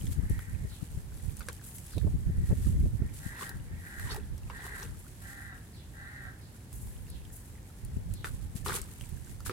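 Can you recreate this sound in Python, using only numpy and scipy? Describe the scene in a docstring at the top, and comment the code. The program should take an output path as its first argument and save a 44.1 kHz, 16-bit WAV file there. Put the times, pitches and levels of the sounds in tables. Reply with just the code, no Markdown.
"""Wind thumps on the two microphone ports while sand hisses onto muddy water in a plastic tub.
A hand crumbles a cake of dry sand, stirs the heap under, then crumbles more. Grains hiss and scrape
over skin, crumbs tick, clods plop and thud the tub, drips ring as bubbles, strokes swish the water.
Farther off, over steady outdoor air, two crows caw in hoarse pulse trains and a small bird chirps."""
import sys
import numpy as np
from scipy import signal
from scipy.fft import rfft, irfft, next_fast_len
from scipy.io import wavfile
from scipy.ndimage import map_coordinates

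SR = 44100
rng = np.random.default_rng(int(sys.argv[2]) if len(sys.argv) > 2 else 0)


def dump_mix(stems):
    """Bounce the given channels to the path in sys.argv[1] as a 16-bit WAV at rate SR."""
    frames = np.atleast_2d(stems).T  # one column per channel
    limited = np.clip(frames, -1, 1)  # hard clip at full scale
    pcm = np.round(limited * 32767).astype(np.int16)
    wavfile.write(sys.argv[1], SR, pcm)


N = 419832

# Spectra (frequency [Hz], relative level [dB])
AIR_SPECTRUM = [(24, -48), (40, -1), (90, 3), (630, -24), (852, -22.5), (1270, -29.5), (1760, -25.5),
                (2440, -32), (5720, -35), (7730, -35), (9940, -35.5), (16000, -40)]
WIND_SPECTRUM = [(12, -24), (44, 0.5), (97, -1.5), (200, -15), (560, -41.5), (1170, -75), (1980, -120)]
NEAR_THROAT = [(300, -40), (815, -12), (960, -21), (1130, -12), (1310, -13), (1440, -2), (1560, -4),
               (1760, 2), (2040, -3), (2220, -18), (3100, -30), (4050, -20), (6000, -50)]
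FAR_THROAT = [(500, -35), (950, -12), (1100, -20), (1450, -9), (1700, -8), (1900, 2), (2060, -8),
              (2270, -4), (2500, -17), (6000, -50)]
TUB_SPECTRUM = [(250, 1), (420, -3.5), (650, -16), (900, 1.5), (1200, 2), (1900, -0.5), (3000, -5),
                (3900, -1.5), (6000, -11), (16000, -35)]
SAND_SPECTRUM = [(400, -15), (1500, -2), (5500, -4), (8000, 2.5), (10000, 2.5), (13000, -1.5),
                 (16000, -9.5)]
# Likeness of the ports (frequency [Hz], left-right correlation [1])
PORT_COHERENCE = [(150, 1), (400, 0.89), (800, 0.17), (1400, 0.018)]
# Port resonances (frequency [Hz], left-right [dB])
PORT_BALANCE = [(100, -2), (1200, 1), (4400, -2.5), (6500, -3.5), (8200, -8), (10200, 10), (12500, 1.5)]
# Decay of reflections (frequency [Hz], t60 [s])
YARD_DECAY = [(300, 0.035), (2000, 0.46), (8000, 0.2)]
TUB_DECAY = [(300, 0.049), (2000, 0.1), (12000, 0.055)]

# Gusts on the ports (start [s], length [s], level [dB], left-right [dB])
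GUSTS = [(0, 0.33, -33, 2.5), (0.463, 0.15, -38, 0), (0.894, 0.24, -40, -3), (1.22, 0.1, -36.5, -14),
         (1.938, 0.23, -28.5, -3.5), (2.253, 0.17, -29.5, 4), (2.477, 0.39, -26, -2.5),
         (2.981, 0.052, -30, 1.5), (3.502, 0.23, -39, 5.5), (3.967, 0.51, -39.5, -0.5),
         (4.818, 0.086, -38, 9.5), (6.723, 0.534, -42, 4), (7.824, 0.33, -36.5, 1.5),
         (8.259, 0.48, -39.5, 2), (8.972, 0.67, -45.5, -7.5)]
# Sharp eddies (time [s], level [dB], left-right [dB], flutter edge [Hz])
EDDIES = [(0.043, -25.5, 9, 292), (.194, -24.5, 24, 303), (.308, -22, 20, 325), (0.653, -28, 28, 370),
          (.828, -29, 28, 300), (.975, -28.5, 18.5, 302), (1.977, -26.5, -14, 630), (2.05, -24.5, -16, 383),
          (2.074, -27.5, 21, 646), (2.299, -24.5, -2, 327), (2.515, -27, 23, 804), (2.528, -17, 24, 376),
          (2.667, -20, -10, 290), (2.862, -25.5, 22, 420), (3.023, -24.5, -22, 417),
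          (3.265, -26.5, 22, 265), (7.972, -27.5, 29, 337), (8.558, -28, 12, 336)]
# Small bird (start [s], length [s], relative level [dB], from [Hz], to [Hz])
CHIRPS = [(0.678, 0.092, -72, 4730, 3080), (1.9, 0.068, -70, 4980, 3420), (5.725, 0.097, -73, 4830, 3060),
          (6.399, 0.076, -77, 4400, 4640), (7.067, 0.11, -73.5, 5040, 2910), (8.126, 0.1, -73, 4670, 3240)]
# Crow calls (start [s], length [s], relative level [dB], base pitch [Hz])
NEAR_CAWS = [(3.202, 0.33, -53, 205.9), (3.821, 0.35, -52.5, 205.8), (4.501, 0.34, -52, 204.3),
             (5.208, 0.36, -54.5, 201.9), (5.938, 0.38, -54, 203.4)]
FAR_CAWS = [(0.111, 0.57, -61.5, 228.4), (2.211, 0.48, -67.5, 236), (2.953, 0.2, -66.5, 236),
            (3.643, 0.28, -64, 235.4)]
# Course of one caw (share of length [1], pitch ratio [1], gain [dB])
NEAR_CONTOUR = [(0, .92, -10), (.13, .98, 0), (.65, 1.005, .5), (.9, .94, 2), (1, .89, -9)]
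FAR_CONTOUR = [(0, .9, -9), (.25, .93, 0), (.45, 1, 2), (1, .96, -8)]

# Hand sweeps through the water (fastest moment [s], level [dB], 60 dB build-up [s])
STROKES = [(3.425, -44, 0.3), (4.125, -46.5, 0.5), (4.66, -52.5, 0.71), (4.829, -51.5, 0.71)]
# Water closing behind the hand (start [s], length [s], level per bubble [dB])
GULPS = [(3.41, 0.063, -54), (4.121, 0.086, -42.5), (4.56, 0.32, -46.5)]
# Drops and fingertips trapping one bubble (time [s], level [dB], pitch [Hz])
DRIPS = [(0.012, -41, 3040), (.392, -38.5, 1500), (1.614, -47, 1560), (1.935, -45.5, 1550),
         (3.997, -34, 1725), (4.146, -38.5, 865), (4.163, -38, 845), (4.666, -38.5, 1080),
         (6.7273, -56, 1040), (6.872, -51, 931), (6.967, -51, 3500), (7.0685, -50, 2670),
         (7.252, -45, 3200), (9.0108, -36, 3080), (9.405, -41.5, 1340)]
# Clods and fingers hitting water (time [s], level [dB], cavity [Hz], thud gain [dB], splash t60 [s])
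CLODS = [(1.407, -33, 1510, -18, 0.1), (1.486, -25, 1650, -5, 0.021), (4.5, -31, 990, -6, 0.053),
         (8.2447, -22, 1580, -15, 0.043), (8.27, -30.5, 1480, -14, 0.11), (8.662, -22.5, 1150, 2, 0.2),
         (8.689, -23.5, 1170, -1, 0.18), (8.696, -21.5, 1180, -6, 0.19), (8.721, -25.5, 1380, -16, 0.37),
         (8.751, -33, 1160, -1.5, 0.42), (8.774, -34, 1410, -10, 0.43), (9.463, -29, 1470, -20, 0.28),
         (9.496, -25.5, 1250, 4, .25)]
# Sand scraping skin (start [s], level [dB], t60 [s])
SCRAPES = [(1.63, -50, 1.1), (1.735, -47.5, 0.27), (3.125, -56.5, 0.47), (4.98, -55, 0.39),
           (6.722, -48.5, 0.44), (6.8, -52, 1.06), (7.314, -50, 0.7)]
# Crumbs snapping off, and at 1.486 s the sharp crack of a clod striking the water (time [s], relative level
# [dB], pitch [Hz])
CRUMBS = [(0.0687, -46, 3470), (0.297, -44, 9700), (1.3684, -41, 8400), (1.394, -41, 12200),
          (1.486, -36.5, 9000), (1.529, -40, 9000), (1.7832, -42.5, 7810), (1.8657, -44.5, 8500),
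          (1.981, -42, 3800), (3.4929, -32.5, 9600), (4.379, -46, 8540), (4.83, -39.5, 5550),
          (6.729, -43.5, 10000), (7.101, -43.5, 9400), (7.8488, -43, 9600), (8.138, -39, 9300),
          (8.6828, -35.5, 3970), (8.752, -30, 8800), (8.816, -33.5, 8250), (9.0917, -45, 12800)]
# Sand poured from the fist or rubbed in the heap (middle [s], length [s], flow level [dB])
POURS = [(0.038, 0.17, -53.5), (0.734, 1, -61), (1.23, 0.28, -57.5), (1.75, 0.94, -60), (2.61, 0.54, -56),
         (3.26, 0.26, -51.5), (3.973, 0.34, -55.5), (4.96, 0.61, -61), (5.268, 0.35, -57),
         (8.75, 0.15, -48.5), (9.15, 1, -60.5)]
# Sand let go as the cake cracks (start [s], flow level [dB], t60 [s])
SPURTS = [(0.104, -47, 0.22), (.29, -53, 1), (1.362, -58, 1), (8.24, -45, 0.29), (8.548, -45, 0.18),
          (8.643, -40.5, 0.75), (9.446, -38, 0.2)]

AIR_DB, BAND_LIMIT_HZ = -48.5, 16000
GUST_ATTACK_S, GUST_T60_S, LULL_DB = 0.016, 0.6, -55.5
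SWING_HZ, FLUTTER_GAIN_DB = 95.5, -10
HOARSENESS, WAVER_CYCLES = 0.5, 0.02
SETTLE_T60_S, SPLASH_ATTACK_S, SPLASH_GAIN_DB = 0.3, 0.012, -19
SQUIRT_START_S, SQUIRT_LENGTH_S, SQUIRT_FROM_HZ, SQUIRT_TO_HZ = 4.085, 0.055, 3500, 5240
GULP_HZ, THUD_HZ, THUD_T60_S = 431.4, 434, 0.062
DRIP_CYCLES, DRIP_RISE, CONTACT_GAIN_DB = 3.4, 0.085, -1.5
SAND_ATTACK_S, FIST_PAN_DB = 0.018, 3.5
FIST_EMPTY_FROM_S, FIST_EMPTY_TO_S = 2.1, 6.7
POUR_EDGE_DROP_DB, TRICKLE_FLOW_DB, WET_SAND_GAIN_DB = 11.5, -65.5, -2


def amp(db):
    """Decibels to gain."""
    return 10 ** (np.asarray(db) / 20)


def unit(x):
    """Scale to rms 1."""
    return x / np.sqrt(np.mean(x ** 2) + 1e-20)


def along(points, hz):
    """Read (frequency, value) points on a log axis."""
    knots_hz, values = np.transpose(points)
    return np.interp(np.log(hz + 1), np.log(knots_hz), values)


def wobble(rate_hz):
    """Smooth random curve with knots at rate_hz."""
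    knots = rng.standard_normal(int(N * rate_hz / SR) + 4)
    return map_coordinates(knots, [np.arange(N) * rate_hz / SR])


def burst(start_s, attack_s, t60_s, hold_s=0):
    """Envelope: rise, hold until hold_s after the start, decay."""
    t = np.arange(N) / SR - start_s
    return np.clip(t / attack_s, 0, 1) * amp(-60 * np.maximum(t - max(hold_s, attack_s), 0) / t60_s)


def power_sum(envelopes):
    """Unrelated sounds add in power."""
    return np.sqrt(sum(e ** 2 for e in envelopes))


def panned(pan_db):
    """Left and right gains, mean 1."""
    gains = amp(np.array([pan_db, -pan_db]) / 2).reshape(2, -1)
    return gains / gains.mean(axis=0)


def add(track, start_s, sound):
    """Mix a sound into a track."""
    start = max(round(start_s * SR), 0)
    slot = track[..., start:start + sound.shape[-1]]
    slot += sound[..., :slot.shape[-1]]


def filtered(x, response):
    """Apply a gain given as a function of Hz."""
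    size = next_fast_len(x.shape[-1] + 8192)
    return irfft(rfft(x, size) * response(np.fft.rfftfreq(size, 1 / SR)), size)[..., :x.shape[-1]]


def coloured(x, spectrum):
    """Shape by a spectrum, rms 1."""
    return unit(filtered(x, lambda hz: amp(along(spectrum, hz))))


def spread(pair):
    """Two unrelated signals at the ports: alike only in the bass."""
    def mid_side_gains(hz):
        angle = np.arccos(np.clip(along(PORT_COHERENCE, hz), -1, 1)) / 2
        return np.array([np.cos(angle), np.sin(angle)])
    mid, side = filtered(pair, mid_side_gains)
    return np.array([mid + side, mid - side])


def echo(x, decay, samples=4096):
    """Stereo reflections, t60 set per frequency."""
    hz, t, noise = signal.stft(rng.standard_normal((2, samples)), SR, nperseg=128)
    fade = amp(-60 * t / along(decay, hz)[:, None])
    tail = spread(signal.istft(noise * fade, SR, nperseg=128)[1])
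    return signal.fftconvolve(x[None], tail / np.linalg.norm(tail[0]), axes=1)[:, :len(x)]


def ring(t, hz, cycles):
    """Damped sine of a bubble or grain; down to 1/e after `cycles`."""
    return np.exp(-t * hz / cycles) * np.sin(2 * np.pi * hz * t)


def grains(rate_hz, spread_db):
    """Tiny random impacts of unequal size."""
    hits = rng.random((2, N)) < rate_hz / SR
    signs = rng.choice([-1, 1], (2, N))
    sizes = amp(spread_db * np.minimum(rng.exponential(size=(2, N)), 3))
    return unit(hits * signs * sizes)


def swarm(count, low_hz, pitch_ratio, cycles, range_db):
    """Short rings, random in time, pitch, size and share per port."""
    t = np.arange(SR // 40) / SR
    when, pitch, size, side = rng.random((4, count, 1))
    rings = ring(t, low_hz * pitch_ratio ** pitch, cycles) * amp(range_db * size)
    index = (when * (N - len(t))).astype(int) + np.arange(len(t))
    shares = np.cos(2 * np.pi * side), np.sin(2 * np.pi * side)
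    pair = np.array([np.bincount(index.ravel(), (rings * share).ravel(), N) for share in shares])
    return spread(unit(pair))


def air():
    """Steady outdoor noise."""
    return amp(AIR_DB) * coloured(spread(rng.standard_normal((2, N))), AIR_SPECTRUM)


def small_bird():
    """Buzzy slurred chirps, blurred by distance."""
    out = np.zeros(N)
    for start_s, length_s, db, from_hz, to_hz in CHIRPS:
        u = np.linspace(0, 1, int(length_s * SR))
        hz = from_hz + (to_hz - from_hz) * u + 520 * wobble(900)[:len(u)]
        envelope = amp(db) * np.sqrt(np.abs(np.sin(np.pi * u)))
        add(out, start_s, envelope * np.sin(2 * np.pi * np.cumsum(hz) / SR))
    return amp(13.5) * echo(out, [(3000, 0.39), (8000, 0.059)], samples=16384)


def caws(calls, contour, throat):
    """Hoarse pulse trains, every third pulse strong; pitch and throat glide together."""
    out = np.zeros(N)
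    share, ratio, gain_db = np.transpose(contour)
    for start_s, length_s, db, hz in calls:
        u = np.linspace(0, 1, int(length_s * SR))
        step = np.arange(len(u))
        phase = hz * step / SR + WAVER_CYCLES * wobble(260)[:len(u)]
        pulses = unit(np.diff(np.floor(phase), prepend=0).clip(0, 1))
        breath = HOARSENESS * rng.standard_normal(len(u)) * (1 + np.cos(2 * np.pi * phase))
        rattle = amp(4 * np.cos(2 * np.pi * phase / 3))
        voice = filtered((pulses + breath) * rattle, lambda f: amp(along(throat, f)))
        speed = np.interp(u, share, ratio) + 0.013 * wobble(55)[:len(u)]
        glided = unit(np.interp(np.cumsum(speed), step, voice))
        add(out, start_s, amp(db + np.interp(u, share, gain_db)) * glided)
    return out


def crows():
    """Two crows across the yard: direct sound, near walls, yard tail."""
    calls = caws(NEAR_CAWS, NEAR_CONTOUR, NEAR_THROAT) + caws(FAR_CAWS, FAR_CONTOUR, FAR_THROAT)
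    direct = amp(-1) * np.array([np.roll(calls, 7), calls])  # right port first
    near_walls = amp(-3) * echo(calls, [(1800, 0.04)])
    return direct + near_walls + amp(-1.5) * echo(calls, YARD_DECAY, samples=32768)


def gusts():
    """The breeze rumbles on each port separately."""
    swells = [amp(db) * panned(pan_db) * burst(start_s, GUST_ATTACK_S, GUST_T60_S, length_s)
              for start_s, length_s, db, pan_db in GUSTS]
    lumps = amp(4.14 * np.array([wobble(34), wobble(34)]))
    rumble = unit(lumps * coloured(rng.standard_normal((2, N)), WIND_SPECTRUM))
    return power_sum(swells + [amp(LULL_DB)]) * rumble


def eddies():
    """An eddy hits a port: one dull pressure swing with a short flutter."""
    out, t = np.zeros((2, N)), np.arange(-SR // 25, SR // 25) / SR
    u = (np.pi * SWING_HZ * t) ** 2
    swing = (1 - 2 * u) * np.exp(-u)
    for time_s, db, pan_db, edge_hz in EDDIES:
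        spectrum = [(50, -3), (edge_hz / 2, 0), (edge_hz, -8), (edge_hz * 2, -32), (edge_hz * 4, -70)]
        flutter = coloured(rng.standard_normal(len(t)), spectrum) / np.cosh(t / 0.0053)
        add(out, time_s + t[0], amp(db) * panned(pan_db) * (swing + amp(FLUTTER_GAIN_DB) * flutter))
    return out


def stirring():
    """Stroke envelope: the hand gathers speed and stops, the water settles."""
    t = np.arange(N) / SR
    return power_sum(amp(db - 60 * np.maximum((peak_s - t) / build_s, (t - peak_s) / SETTLE_T60_S))
                     for peak_s, db, build_s in STROKES)


def squirt():
    """Water spurts between the fingers; the narrowing gap raises its pitch."""
    out, u = np.zeros(N), np.linspace(0, 1, int(SQUIRT_LENGTH_S * SR))
    hz = SQUIRT_FROM_HZ * (SQUIRT_TO_HZ / SQUIRT_FROM_HZ) ** u + 700 * wobble(3000)[:len(u)]
    envelope = amp(-46.5) * 2 * np.sin(np.pi * u) ** 2
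    add(out, SQUIRT_START_S, envelope * np.sin(2 * np.pi * np.cumsum(hz) / SR))
    return echo(out, TUB_DECAY)


def gulps():
    """An air pocket breaks into five large, low bubbles."""
    out, t = np.zeros(N), np.arange(SR // 10) / SR
    for start_s, length_s, db in GULPS:
        for delay, detune in rng.random(size=(5, 2)):
            hz = GULP_HZ * (1 + 0.217 * (detune - 0.5))
            add(out, start_s + length_s * delay, amp(db) * ring(t, hz, cycles=3))
    return out


def churned_water():
    """Strokes and clods raise mud-damped bubbles and spattering spray, coloured by the tub."""
    splashes = [amp(db + SPLASH_GAIN_DB) * burst(time_s, SPLASH_ATTACK_S, t60_s)
                for time_s, db, _, _, t60_s in CLODS]
    envelope = power_sum(splashes + [stirring()])
    bubbles = swarm(count=6000, low_hz=380, pitch_ratio=15, cycles=5, range_db=14)
    spatters = amp(2.2 * wobble(150))
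    spray = unit(spatters * spread(grains(rate_hz=4000, spread_db=1.5)))
    return amp(1.5) * envelope * coloured(bubbles + amp(0.5) * spray, TUB_SPECTRUM)


def drips():
    """Soft contact, then a bubble rising in pitch as it nears the surface."""
    out, t = np.zeros((2, N)), np.arange(SR // 10) / SR
    for time_s, db, hz in DRIPS:
        life = np.exp(-t * hz / DRIP_CYCLES)
        rising_hz = hz * (1 + DRIP_RISE * (0.5 - life))
        bubble = life * np.sin(2 * np.pi * np.cumsum(rising_hz) / SR)
        contact = rng.standard_normal(len(t)) * amp(CONTACT_GAIN_DB) * life ** 2
        plip = bubble + contact
        add(out, time_s, amp(db) * (plip + amp(-6) * echo(plip, TUB_DECAY)))
    return out


def clods():
    """A clod slaps open a ringing cavity and thuds the tub's lowest mode; the walls reflect."""
    out, t = np.zeros((2, N)), np.arange(SR // 10) / SR
    thud_spectrum = [(THUD_HZ / 2, -24), (THUD_HZ, 0), (THUD_HZ * 2, -42)]
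    for time_s, db, hz, thud_db, _ in CLODS:
        slap_spectrum = [(hz / 2, -19), (hz, 0), (hz * 2, -11), (hz * 2.95, -12), (16000, -31)]
        slap = coloured(rng.standard_normal(len(t)), slap_spectrum) * amp(-60 * t / 0.012)
        thud = coloured(rng.standard_normal(len(t)), thud_spectrum) * amp(-60 * t / THUD_T60_S)
        plop = 0.31 * slap + 0.52 * ring(t, hz, cycles=2.7) + 0.21 * amp(thud_db) * thud
        add(out, time_s, amp(db) * (plop + amp(-2.5) * echo(plop, TUB_DECAY)))
    return out


def scrapes():
    """Sand slides over skin: thin, bright, gritty noise."""
    grit = amp(2.5 * wobble(120)) * rng.standard_normal((2, N))
    scrape = coloured(grit, [(4500, -25), (7000, -4), (11000, 0), (16000, -9)])
    envelopes = [amp(db) * burst(start_s, SAND_ATTACK_S, t60_s) for start_s, db, t60_s in SCRAPES]
    return power_sum(envelopes) * scrape


def crumbs():
    """Crumbs snap off in the fist, slightly left: a sharp tick with a brief high ring. 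A clod striking the
    water cracks the same way."""
    out, t = np.zeros((2, N)), np.arange(SR // 14) / SR
    onset = 1 - np.exp(-t / 0.0003)
    for time_s, db, hz in CRUMBS:
        spectrum = [(hz / 8, -20), (hz / 2, -11), (hz, 0), (hz * 2, -15)]
        crack = coloured(rng.standard_normal(len(t)), spectrum) * amp(-60 * t / 0.009)
        tick = (0.65 * crack + 0.35 * ring(t, hz, cycles=6)) * onset
        walls = amp(-5) * echo(tick, TUB_DECAY)
        add(out, time_s, amp(db + 8) * panned(rng.normal(FIST_PAN_DB, 2.2)) * (tick + walls))
    return out


def sand_flow():
    """Flow envelope: pours, spurts and sand dragged through water, over a faint trickle."""
    t = np.arange(N) / SR
    pours = [amp(db - POUR_EDGE_DROP_DB * np.minimum((2 * (t - middle_s) / length_s) ** 2, 20))
             for middle_s, length_s, db in POURS]
    spurts = [amp(db) * burst(start_s, SAND_ATTACK_S, t60_s) for start_s, db, t60_s in SPURTS]
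    return power_sum(pours + spurts + [amp(WET_SAND_GAIN_DB) * stirring(), amp(TRICKLE_FLOW_DB)])


def sand():
    """Fine grains hiss in clumps, coarse ones tick (softer while stirring), crumbs trap tiny bubbles."""
    t = np.arange(N) / SR
    flow = sand_flow()
    flow_db = 20 * np.log10(flow)
    clumps = amp(2.3 * wobble(25) + 1.3 * wobble(220))
    hiss = coloured(clumps * grains(rate_hz=6000, spread_db=7), SAND_SPECTRUM)
    ticks = swarm(count=1100, low_hz=6500, pitch_ratio=2.2, cycles=3, range_db=17)
    fist_empty = (t >= FIST_EMPTY_FROM_S) & (t <= FIST_EMPTY_TO_S)
    tick_db = np.minimum(flow_db, -55) - 7 - 11 * fist_empty
    bubbles = swarm(count=260, low_hz=1200, pitch_ratio=3.5, cycles=6, range_db=12)
    bubble_db = np.minimum(flow_db, -60) - 9
    return amp(2) * flow * hiss + amp(tick_db) * ticks + amp(bubble_db) * bubbles


def scene():
    """Tub close by, birds far off, breeze on the microphone."""
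    tub = sand() + scrapes() + crumbs() + drips() + clods() + churned_water() + gulps() + squirt()
    return tub + crows() + small_bird() + gusts() + eddies() + air()


def record(dry):
    """Each port has its own treble resonance; nothing passes above the band limit."""
    def response(hz):
        balance_db = along(PORT_BALANCE, hz)
        return amp(np.array([balance_db, -balance_db]) / 2) * (hz < BAND_LIMIT_HZ)
    return filtered(dry, response)


dry = scene()
out = record(dry)
dump_mix(out)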